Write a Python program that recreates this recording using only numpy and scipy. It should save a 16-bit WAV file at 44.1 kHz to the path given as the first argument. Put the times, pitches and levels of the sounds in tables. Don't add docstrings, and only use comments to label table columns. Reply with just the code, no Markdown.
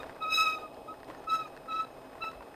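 import sys
import numpy as np
from scipy import signal
from scipy.fft import rfft, irfft, next_fast_len
from scipy.io import wavfile
from scipy.ndimage import uniform_filter1d, map_coordinates

SR = 44100
rng = np.random.default_rng(int(sys.argv[2]) if len(sys.argv) > 2 else 0)


def generate_wav(signal):
    frames = np.transpose(np.atleast_2d(signal))
    scaled = np.clip(frames, -1, 1) * 32767
    pcm = np.round(scaled).astype(np.int16)
    wavfile.write(sys.argv[1], SR, pcm)


N = 112454


def amp(db):
    return 10 ** (np.asarray(db) / 20)

def unit(x):
    return x / np.sqrt(np.mean(x ** 2) + 1e-20)

def along(points, hz):
    f, v = np.transpose(points)
    return np.interp(np.log(hz + 1), np.log(f + 1), v)

def clock():
    return np.arange(N) / SR

def curves(rows):
    times, *columns = np.transpose(rows)
    return [np.interp(clock(), times, column) for column in columns]

def wobble(rate):
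    return map_coordinates(rng.standard_normal(N // 8), [clock() * rate], mode="wrap")

def filtered(x, response):
    size = next_fast_len(N + SR // 2)
    return irfft(rfft(x, size) * response(np.fft.rfftfreq(size, 1 / SR)), size)[:N]

def noise(spectrum):
    return unit(filtered(rng.standard_normal(N), lambda hz: amp(along(spectrum, hz))))

def add(track, start_s, sound):
    part = track[max(round(start_s * SR), 0):][:len(sound)]
    part += sound[:len(part)]


# (frequency [Hz], level [dB])
WHINE_TONES = [(2543, -71), (5087, -75.5), (8812, -76), (13238, -78)]

def camera_whine():
    return sum(np.sqrt(2) * amp(db) * np.sin(2 * np.pi * hz * clock()) for hz, db in WHINE_TONES)


# (time [s], level [dB])
CHEEP_PEAKS = [(1.183, -70), (1.475, -70), (1.92, -75)]

def cheeps(pitch_hz=6530, half_width_s=0.011, waver=0.015):
    envelope = sum(amp(db) * np.exp(-((clock() - s) / half_width_s) ** 2) for s, db in CHEEP_PEAKS)
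    phase = 2 * np.pi * np.cumsum(pitch_hz * (1 + waver * wobble(300))) / SR
    return np.sqrt(2) * envelope * np.sin(phase)


# (frequency [Hz], relative density [dB])
BUFFET_SPECTRUM = [(20, -30), (45, 14), (90, 1), (200, -28), (1000, -90)]
# (time [s], half width [s], level [dB])
GUST_PEAKS = [(0.78, .04, -63), (1.24, .07, -62), (2.375, 0.031, -52)]

def gusts():
    envelope = sum(amp(db) * np.exp(-((clock() - s) / width) ** 2) for s, width, db in GUST_PEAKS)
    return envelope * noise(BUFFET_SPECTRUM)


# (frequency [Hz], relative density [dB])
GRASS_SPECTRUM = [(300, 6), (900, 9.5), (1700, 5.5), (2800, -7), (4400, -11.5), (6500, -17.5), (15000, -30)]
# (time [s], level [dB])
GRASS_ENVELOPE = [(0, -54), (0.11, -50.5), (0.19, -58.5), (0.8, -70), (1.05, -60.5), (1.1, -54.5),
                  (1.18, -56.5), (1.9, -59.5), (2.55, -58)]

def grass(flicker_db=3.8):
    level_db, = curves(GRASS_ENVELOPE)
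    return amp(level_db + flicker_db * wobble(120)) * noise(GRASS_SPECTRUM)


# (frequency [Hz], half width [Hz], level [dB])
BIKE_RESONANCES = [(136.6, 14.5, -67.5), (264.5, 9.8, -61.5), (339, 36, -68), (656.6, 20, -61.5),
                   (819.6, 35, -60.5)]

def drone():
    track = np.zeros(N)
    for hz, width, db in BIKE_RESONANCES:
        band = filtered(rng.standard_normal(N), lambda f: 1 / (1 + ((f - hz) / width) ** 2))
        track += amp(db) * unit(band)
    return track


# (frequency [Hz], relative density [dB])
ROLL_SPECTRUM = [(15, -28), (25, -7), (101, -12), (131, -9.5), (158, -12.5), (264, -7.5), (301, -3.5),
                 (637, 0), (1120, -10.5), (1240, -12), (1540, -27), (3350, -24), (5280, -34.5), (5880, -37),
                 (8100, -35), (8780, -37.5), (9520, -38), (12800, -42.5), (15000, -40)]
# (time [s], relative level [dB])
ROLL_ENVELOPE = [(0.0, -43), (0.01, -45), (0.16, -50), (0.36, -46.5), (1.06, -49), (1.1, -42.5),
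                 (1.13, -50), (2.53, -49), (2.55, -51)]

def rolling(gain_db=-1.5, flicker_db=0.98):
    level_db, = curves(ROLL_ENVELOPE)
    return amp(level_db + gain_db + flicker_db * wobble(26.25)) * noise(ROLL_SPECTRUM)


# (frequency [Hz], 60 dB decay time [s])
FOREST_DECAY = [(500, 0.23), (1300, 0.34), (2600, 0.57), (5000, 0.43), (14000, 0.1)]

def forest_echo(x, gain_db=-20, treble_lift_db=2):
    hz, t, spectra = signal.stft(rng.standard_normal(SR), SR, nperseg=256)
    decay = amp(-60 * t / along(FOREST_DECAY, hz)[:, None])
    _, tail = signal.istft(spectra * decay, SR, nperseg=256)
    echo = signal.fftconvolve(x, tail / np.linalg.norm(tail))[:N]
    return filtered(echo, lambda f: amp(gain_db + along([(1400, 0), (2500, treble_lift_db)], f)))


# (frequency [Hz], relative level [dB], 60 dB decay time [s])
FRAME_MODES = [(610, -53, 0.0081), (983, 5.5, 0.019), (1440, 9, .015), (1785, 11, 0.022), (2600, -1, 0.028),
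               (4200, 4, 0.004)]

def knock(peak_db, tilt_db, scatter_db=2.5, detune=0.06, crack_db=-19, crack_t60_s=0.0099):
    t = np.arange(SR // 20) / SR
    ring = np.zeros(len(t))
    for hz, db, t60 in FRAME_MODES:
        mode_db = db + tilt_db * np.log2(hz / 1000) + rng.normal(0, scatter_db)
        mode_hz = hz * rng.normal(1, detune)
        ring += amp(mode_db - 60 * t / t60) * np.sin(2 * np.pi * mode_hz * t)
    white = rng.standard_normal(len(t))
    crack = unit(uniform_filter1d(uniform_filter1d(white, size=5), size=3))
    jolt = ring + amp(crack_db + 2 * tilt_db - 60 * t / crack_t60_s) * crack
    return amp(peak_db) * jolt / np.abs(jolt).max()


# (time [s], peak level [dB], spectral tilt [dB/octave])
JOLTS = [(0.0322, -28.5, -2), (0.039, -48, -17), (0.0955, -31.5, -14), (0.1, -37.5, -11), (0.148, -44, 7),
         (0.586, -38, -23), (0.745, -44, 12), (0.942, -40, -5), (1.003, -42, 5), (1.032, -35, -9),
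         (1.046, -43.5, 13), (1.086, -44, -1), (1.1009, -31, -11), (1.106, -40, -8), (1.149, -35, -2.5),
         (1.566, -36.5, 4.5), (1.575, -36, 6), (2.154, -37.5, -16), (2.1825, -37, -14), (2.241, -29, -18),
         (2.248, -38, 3), (2.333, -38, -21), (2.408, -34, -30), (2.543, -37, -11)]

def bumps(grit_per_s=28, grit_db=-51.5, spread_db=3):
    track = np.zeros(N)
    for start_s, peak_db, tilt_db in JOLTS:
        add(track, start_s, knock(peak_db, tilt_db))
    for _ in range(int(grit_per_s * N / SR)):
        start_s = rng.random() * N / SR
        add(track, start_s, knock(rng.normal(grit_db, spread_db), tilt_db=rng.normal(1, 1.97)))
    return track


# (frequency [Hz], relative density [dB])
RUB_SPECTRUM = [(700, -18), (1300, 11.5), (2000, 0.5), (3200, -8.5), (4600, -3.5), (5600, -34), (7000, -11),
                (11000, -16), (15000, -12)]

def pad_hiss(treble_db, hiss_db=-54.5, reference_db=-50, growth=0.51):
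    return amp(hiss_db + growth * (treble_db - reference_db)) * noise(RUB_SPECTRUM)

def partial(phase, multiple, db, chatter=0.17, growth=1.35, knots_per_s=95):
    share = min(chatter * multiple ** growth, 1)
    rate = knots_per_s * np.sqrt(multiple)
    grip = np.sqrt(1 - share ** 2) + share * (wobble(rate) + 1j * wobble(rate)) / np.sqrt(2)
    carrier = np.exp(1j * (multiple * phase + 2 * np.pi * rng.random()))
    return np.sqrt(2) * amp(db) * np.real(grip * carrier)


# (time [s], level relative to the fundamental [dB])
SLIP_ALTERNATION = [(0.3, -45), (0.36, -24), (0.42, -38.5), (0.49, -29), (0.6, -44), (1.29, -42),
                    (1.33, -34), (1.38, -34), (1.68, -38), (1.72, -31), (1.81, -35), (1.85, -52)]
HALF_ORDER_DB = [2, 1, -4, -4.5, -8, -16]

def half_orders(phase, first_db):
    alternation_db, = curves(SLIP_ALTERNATION)
    return sum(partial(phase, k + 1.5, first_db + alternation_db + db)
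               for k, db in enumerate(HALF_ORDER_DB))


# (time [s], first [dB], second [dB], third [dB], treble [dB])
SQUEAL_ENVELOPES = [
    [(0.203, -53.5, -56, -99, -91), (0.226, -33, -51, -43, -62), (0.25, -35.5, -38.5, -55, -67),
     (0.285, -34, -49.5, -54, -62), (0.305, -38, -40.5, -40, -55), (0.33, -35, -28.5, -39.5, -39.5),
     (0.356, -51, -40, -24, -37.5), (0.38, -29.5, -27.5, -38, -38.5), (0.42, -25.5, -28, -33, -38),
     (0.445, -35, -37.5, -37, -45), (0.475, -30, -28.5, -36, -45.5), (0.51, -34, -42.5, -44, -50.5),
     (0.545, -40.5, -36, -48, -54), (0.578, -39, -63, -56, -65), (0.6, -70, -59, -62, -64),
     (0.622, -44.5, -72, -69, -67), (0.66, -42, -68, -79, -77), (0.685, -64, -81, -70, -85)],
    [(1.266, -52, -66, -78, -76), (1.278, -35, -59, -65, -76), (1.302, -34.5, -41, -39.5, -56),
     (1.328, -25.5, -50, -52, -50.5), (1.356, -27.5, -41.5, -40, -48), (1.38, -45, -65, -56, -58),
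     (1.398, -32.5, -53, -47.5, -62), (1.425, -40, -45.5, -63, -65), (1.44, -58, -65, -53, -68),
     (1.458, -42, -48, -72, -74), (1.485, -62, -83, -76, -85)],
    [(1.673, -57, -84, -85, -75), (1.688, -39, -59, -63, -78), (1.725, -35, -41, -46, -67),
     (1.745, -34, -65, -48, -67), (1.765, -31.5, -37, -49, -64), (1.782, -36, -57, -51, -66),
     (1.805, -29.5, -43, -46.5, -61), (1.828, -36, -64, -62, -64), (1.852, -51, -66, -52, -79)],
    [(2.205, -50, -68, -80, -74), (2.225, -37, -40, -42.5, -68), (2.25, -40, -41.5, -57, -61),
     (2.285, -37, -43.5, -57, -65), (2.303, -44.5, -62, -55, -70), (2.33, -62, -76, -83, -84)],
]
TOUCH_ENVELOPES = [
    [(0, -40, -48, -49.5, -64), (0.02, -60, -61, -62, -72), (0.05, -67, -78, -64, -83)],
    [(0.875, -54, -73, -78, -90), (0.887, -42.5, -52, -66, -82), (0.922, -42.5, -65, -69, -78),
     (0.94, -55, -77, -82, -85)],
]
UPPER_HARMONICS_DB = [0, -8, -13.5, -17.5, -17, -19, -18.5, -17]
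# (held frequency [Hz], easing time [s], sag [Hz/s])
SLIP_RATES = [(1245, 0, 303), (1281.9, 0.44, 200), (1276, 1, 694), (1299.5, 1.4, 900), (1298.7, 2, 800),
              (1313, 2.5, 1900)]

def brake(gain_db=-0.5, edge_s=0.004, jitter=0.0035, waver=0.00655):
    t = clock()
    contacts = sorted([*SQUEAL_ENVELOPES, *TOUCH_ENVELOPES], key=lambda rows: rows[0][0])
    first_db, second_db, third_db, treble_db = curves([row for rows in contacts for row in rows])
    gates = [np.clip(np.minimum(t - rows[0][0], rows[-1][0] - t) / edge_s, 0, 1) for rows in contacts]
    slip_hz = sum((gate > 0) * (hz - sag * np.maximum(t - easing_s, 0))
                  for gate, (hz, easing_s, sag) in zip(gates, SLIP_RATES))
    unsteadiness = 1 + jitter * wobble(700) + waver * wobble(80)
    phase = 2 * np.pi * np.cumsum(slip_hz * unsteadiness) / SR
    levels_db = [first_db, second_db, third_db] + [treble_db + db for db in UPPER_HARMONICS_DB]
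    harmonics = sum(partial(phase, k + 1, db) for k, db in enumerate(levels_db))
    squeal = amp(gain_db) * (harmonics + half_orders(phase, first_db))
    return sum(gates) * (squeal + pad_hiss(treble_db))


def scene():
    direct = brake() + cheeps()
    return (direct + forest_echo(direct) + rolling() + drone() + grass() + gusts() + bumps())[None]

def record(dry, top_hz=15440):
    return filtered(dry[0] + camera_whine(), lambda hz: hz < top_hz)[None]


dry = scene()
out = record(dry)
generate_wav(out)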